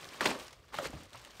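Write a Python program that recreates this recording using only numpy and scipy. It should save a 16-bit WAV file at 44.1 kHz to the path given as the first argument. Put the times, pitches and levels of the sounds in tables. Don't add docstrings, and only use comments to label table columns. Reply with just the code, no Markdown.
import sys
import numpy as np
from scipy import signal
from scipy.fft import rfft, irfft
from scipy.io import wavfile
from scipy.ndimage import uniform_filter1d, map_coordinates

SR = 44100
rng = np.random.default_rng(int(sys.argv[2]) if len(sys.argv) > 2 else 0)


def wav_record(signal):
    frames = np.transpose(np.atleast_2d(signal))
    bounded = np.clip(frames, -1, 1)
    quanta = np.round(bounded * 32767).astype(np.int16)
    wavfile.write(sys.argv[1], SR, quanta)


def amplitude_ratio(level_db):
    exponent = np.asarray(level_db, float) / 20
    return 10 ** exponent


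N = 61740


def unit(x):
    return x / np.sqrt(np.mean(x ** 2) + 1e-20)


def along(points, hz):
    f, value = np.transpose(points)
    return np.interp(np.log(hz + 1), np.log(f + 1), value)


def wobble(rate):
    knots = rng.standard_normal(int(N * rate / SR) + 4)
    return map_coordinates(knots, [np.arange(N) * rate / SR])


def noise(spectrum, patchy_db):
    hz, _, z = signal.stft(rng.standard_normal(N + SR // 10), SR, nperseg=256)
    patches = uniform_filter1d(rng.standard_normal(z.shape), 8, 0)
    patches = uniform_filter1d(patches, 3, 1)
    x = signal.istft(z * amplitude_ratio(patchy_db * unit(patches)), nperseg=256)[1]
    colour = amplitude_ratio(along(spectrum, np.fft.rfftfreq(len(x), 1 / SR)))
    return unit(irfft(rfft(x) * colour, len(x))[:N])


def add(out, s, x):
    part = out[round(s * SR):][:len(x)]
    faded = x * np.minimum(1, np.linspace(5, 0, len(x)))
    part += faded[:len(part)]


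# (f/Hz, level/dB per Hz)
AIR_COLOUR = [(18, -50), (48, 2.5), (153, -1.5), (204, -19.5), (404, -10.5), (3000, -31.5), (7000, -34),
              (16000, -31)]


def air():
    return amplitude_ratio(-63.5) * noise(AIR_COLOUR, patchy_db=3.0)


# (f/Hz, time to fall 60 dB t/s)
ROOM_RING = [(200, 0.34), (2000, 0.21), (10000, 0.11)]


def room(x):
    out, step = np.zeros(N), SR // 10
    for a in range(0, N, step):
        hz, t, z = signal.stft(rng.standard_normal(SR // 3), SR, nperseg=256)
        fade = amplitude_ratio(-60 * t / along(ROOM_RING, hz)[:, None])
        tail = signal.istft(z * fade, SR, nperseg=256)[1]
        tail /= np.linalg.norm(tail)
        add(out, a / SR + 0.004, signal.fftconvolve(x[a:a + step], tail))
    return amplitude_ratio(-16) * out


# (t/s, level/dB, load on the box relative to it level/dB)
HANDLING_MOVES = [(0, -50.5, -6.5), (0.203, -50, -4.5), (.212, -38.5, -0.5), (0.309, -37.5, -0.5),
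                  (0.331, -48, 2), (.47, -54, -4), (0.571, -65.5, -0.5), (0.712, -67, -2.5),
                  (0.743, -46.5, -1), (0.817, -49.5, 3), (0.851, -39, -11.5), (0.884, -57, -4),
                  (1.001, -53.5, -2), (1.082, -61.5, -2), (1.127, -59.5, -2.5), (1.141, -54, -7),
                  (1.325, -58.5, -3.5), (1.4, -53, -6.5)]


def handling():
    s, paper_db, box_db = np.transpose(HANDLING_MOVES)
    t = np.arange(N) / SR
    return np.interp(t, s, paper_db), np.interp(t, s, paper_db + box_db)


# (f/Hz, level/dB per Hz)
BOX_COLOUR = [(24, -23), (40, -35), (247, -6.5), (671, -7.5), (770, -21.5), (1140, -5), (1500, -22),
              (1950, -49), (3300, -120)]


def box_hum(box_db):
    unsteady_db = 2.55 * wobble(39.5)
    return amplitude_ratio(box_db - 0.5 + unsteady_db) * noise(BOX_COLOUR, patchy_db=-1.0)


# (pitch relative to the lowest f/f, level/dB)
WALL_MODES = [(1, 3), (1.15, -5.5), (2.1, -3), (2.8, -8), (3.7, -16)]
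# (t/s, peak level/dB, lowest mode f/Hz, time to fall 60 dB t/s); the two near 0.13 s,
# about 2300 Hz, are bright grains of the crackling paper
WALL_KNOCKS = [(0.209, -30, 424, 0.064), (.212, -32, 1180, 0.077), (.228, -26, 1206, 0.031),
               (0.26, -17, 464, 0.036), (.258, -20, 2524, 0.018), (0.268, -31.5, 296.8, 0.18),
               (.275, -33.5, 243, 0.23), (0.311, -39, 494, 0.098), (0.32, -41.5, 444, 0.079),
               (0.329, -46, 348, 0.036), (.347, -45, 462.4, 0.15), (0.357, -27.5, 538, 0.029),
               (.7425, -34, 843, 0.055), (0.751, -50, 135, 0.15), (0.786, -23.5, 1390, 0.016),
               (.791, -36, 778, 0.054), (0.787, -25.5, 614, 0.043), (0.797, -35.5, 532.4, 0.16),
               (0.797, -31, 127, 0.024), (0.854, -31, 480, 0.045), (.856, -36.5, 150.3, 0.089),
               (0.896, -38.5, 254, 0.073), (.931, -40, 614, 0.038), (.936, -38, 325, 0.054),
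               (.938, -37.5, 160, 0.14), (.935, -42, 68, 0.28), (0.873, -40.5, 67.4, 0.15),
               (1.144, -46, 604, 0.069), (1.1315, -48, 3060, .02), (1.147, -40.5, 976, 0.04),
               (1.149, -51.5, 121, 0.2), (1.249, -49, 3200, 0.028), (.5, -59, 65, .2),
               (0.757, -53, 70, .15), (1.328, -54, 44.4, 0.32), (.124, -55, 2360, 0.025),
               (.134, -45, 2270, .03), (0.506, -51, 1008, 0.07), (.52, -56, 444, .08),
               (1.0, -49, 260, 0.11), (1.022, -48.5, 201, 0.097), (1.031, -53.5, 94, .15),
               (1.153, -46.5, 1060, 0.048)]


def knocks():
    out, t = np.zeros(N), np.arange(SR // 4) / SR
    for s, db, hz, t60 in WALL_KNOCKS:
        drift = np.cumsum(rng.standard_normal((len(WALL_MODES), len(t))), 1)
        drift *= 0.081 * np.sqrt(hz / 400 + 0.12)
        ring = np.zeros(len(t))
        for (ratio, level), phase in zip(WALL_MODES, drift):
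            fade = amplitude_ratio(level - 60 * t * ratio ** 0.83 / t60)
            ring += fade * np.sin(2 * np.pi * hz * ratio * t + phase)
        add(out, s, amplitude_ratio(db - 2) * ring * (1 - np.exp(-t * hz / 0.69)))
    return out


# (f/Hz, level/dB per Hz)
PAPER_COLOUR = [(350, -13), (600, -5.5), (869, -4), (1210, -11), (1470, -6.5), (3890, -11), (16000, -25)]


def paper_hiss():
    return noise(PAPER_COLOUR, patchy_db=3.0)


def crackle(count=3600):
    middle_hz, spread = 3300, 0.567
    u, g = rng.random((count, 2)), rng.standard_normal(count)
    start = (u[:, 0] * N).astype(int)
    hz = np.clip(middle_hz * np.exp(spread * g), 1100, 11000)[:, None]
    k = np.arange(400)
    cycles = hz * k / SR
    size = amplitude_ratio(-1.5 * np.log(u[:, 1] + 0.08))[:, None] * (hz / middle_hz) ** 0.3
    grains = size * np.sin(2 * np.pi * cycles) * np.exp(-cycles) * (1 - np.exp(-cycles / 1.2))
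    mixed = np.bincount((start[:, None] + k).ravel(), grains.ravel(), N + 400)[:N]
    return unit(mixed * amplitude_ratio(2 * wobble(30)))


def rustle():
    paper_db, box_db = handling()
    scrape = amplitude_ratio(-2.5 + 2.5 * wobble(60.43)) * paper_hiss()
    sheets = scrape + amplitude_ratio(-3.5) * crackle()
    return amplitude_ratio(paper_db) * sheets + box_hum(box_db)


def clicks(events):
    out, t = np.zeros(N), np.arange(SR // 50) / SR
    f = np.fft.rfftfreq(len(t), 1 / SR)
    for s, db, hz in events:
        colour = f * hz / (f ** 2 + hz ** 2 + 1) * f / (f + 0.21 * hz)
        colour = colour / (1 + (f / 12000) ** 2)
        grit = unit(irfft(rfft(rng.standard_normal(len(t))) * colour, len(t)))
        fade = amplitude_ratio(db - 3.0 - 60 * t / 0.0098)
        add(out, s, fade * grit * (1 - np.exp(-t / 0.00017)))
    return out


# (t/s, peak level/dB, lowest f/Hz); the one at 0.2066 s is the edge click
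# that leads into the big snap at 0.208 s
FOLD_TICKS = [(0.012, -50, 3000), (0.053, -36.5, 2500), (.115, -57, 3560), (0.124, -55, 2270),
              (0.134, -50, 2200), (0.143, -51, 2200), (0.151, -55, 5000), (.170, -59, 2000),
              (0.343, -43, 5030), (.365, -46, 4000), (.397, -35.5, 4020), (0.419, -43, 7100),
              (0.446, -42, 3000), (.468, -39, 3000), (.472, -45, 3000), (0.483, -38, 1490),
              (0.531, -42, 1190), (0.6, -56, 4070), (.654, -79, 2500), (0.772, -39, 3150),
              (.824, -48, 4000), (.871, -33, 4000), (1.011, -49, 7950), (1.034, -45, 6000),
              (1.055, -49, 3800), (1.096, -51, 5000), (1.105, -47, 2500), (1.1317, -45, 6000),
              (1.157, -41, 3020), (1.172, -48, 4500), (1.177, -43, 3460), (1.194, -48, 7000),
              (1.258, -46, 6000), (1.216, -44, 2480), (1.241, -41, 2050), (0.2066, -38, 5000),
              (1.354, -49, 2500)]


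def ticks():
    return clicks(FOLD_TICKS)


# (t/s, peak level/dB, f/Hz, time for the tail to fall 60 dB t/s)
CREASE_SNAPS = [(.031, -37, 2196, 0.0083), (0.037, -46, 5100, 0.037), (.044, -32.5, 3975, 0.022),
                (0.089, -34, 4300, 0.019), (.154, -43, 6060, 0.032), (0.198, -40, 2400, 0.11),
                (0.2081, -16, 1690, 0.051), (0.231, -32, 1110, 0.052), (0.2556, -11.5, 1380, 0.057),
                (.2585, -15, 2620, 0.05), (0.2618, -21.5, 910, 0.071), (0.2719, -21, 2800, 0.086),
                (.306, -23.5, 2530, 0.017), (.313, -22.5, 835, 0.047), (.347, -34, 3380, 0.016),
                (.351, -31, 1190, 0.058), (0.39, -35, 7100, 0.029), (0.4, -33.5, 3300, 0.077),
                (0.408, -38, 6170, 0.02), (0.481, -35, 5040, 0.014), (.508, -43, 4530, 0.05),
                (.529, -37.5, 6300, 0.019), (.532, -39, 2000, 0.04), (.625, -55, 4030, 0.023),
                (.682, -49, 2150, 0.3), (0.725, -44, 1300, 0.076), (.733, -40, 860, 0.074),
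                (0.7421, -28, 1200, 0.037), (.750, -36.5, 910, 0.15), (.7525, -34.5, 3300, 0.046),
                (0.766, -32.5, 2000, .04), (.775, -43, 695, .06), (.783, -31.5, 4000, 0.032),
                (0.7866, -25, 1400, 0.055), (.848, -34, 3330, 0.024), (.849, -34.5, 855, 0.062),
                (.855, -26.5, 1780, 0.11), (.862, -30, 2440, 0.057), (.885, -38, 2090, 0.052),
                (.905, -38.5, 9150, 0.024), (.9325, -40, 820, 0.054), (1.0072, -44, 3000, 0.028),
                (1.1317, -39, 3130, 0.02), (1.141, -50, 1490, 0.048), (1.155, -56, 1090, 0.051),
                (1.196, -40, 3400, 0.012), (1.249, -38.5, 3040, 0.022), (1.249, -35.5, 8100, 0.016),
                (1.307, -41, 6000, 0.021), (1.398, -33, 1630, 0.12)]


def snaps():
    out = clicks([(s, db - 23, hz) for s, db, hz, _ in CREASE_SNAPS])
    t = np.arange(SR // 6) / SR
    hiss, f = paper_hiss(), np.fft.rfftfreq(len(t), 1 / SR)
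    for s, db, hz, t60 in CREASE_SNAPS:
        swing = np.sin(2 * np.pi * hz * t) * np.exp(-t * hz / 0.82)
        pop = amplitude_ratio(10) * swing * (1 - np.exp(-t * hz / 0.8))
        grit = hiss[rng.integers(N - len(t)):][:len(t)]
        colour = 1 / np.sqrt(1 + (f / (2.37 * hz)) ** 2 + (0.62 * hz / (f + 1)) ** 2)
        grit = unit(irfft(rfft(grit) * colour, len(t))) * (1 - np.exp(-t / 0.00064))
        crack = amplitude_ratio(-9 - 60 * t / 0.0054)
        settling = amplitude_ratio(-11.5 - 60 * t / t60)
        add(out, s, amplitude_ratio(db) * (pop + grit * (crack + settling)))
    return out


def scene():
    near = knocks() + rustle() + ticks() + snaps()
    return (air() + room(near) + near)[None]


def roll_off(x):
    return signal.sosfilt(signal.butter(12, 15750, fs=SR, output="sos"), x)


# (f/Hz, level/dB)
MIC_RESPONSE = [(20, -12), (45, -1.5), (9300, -1.5), (10500, -7), (11800, -3.5), (14000, -4), (15700, -4)]


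def record(dry):
    padded = N + 4096
    f = np.fft.rfftfreq(padded, 1 / SR)
    response = amplitude_ratio(along(MIC_RESPONSE, f)) * (f < 15750)
    heard = irfft(rfft(dry, padded) * response, padded)[:, :N]
    return roll_off(heard)


dry = scene()
out = record(dry)
wav_record(out)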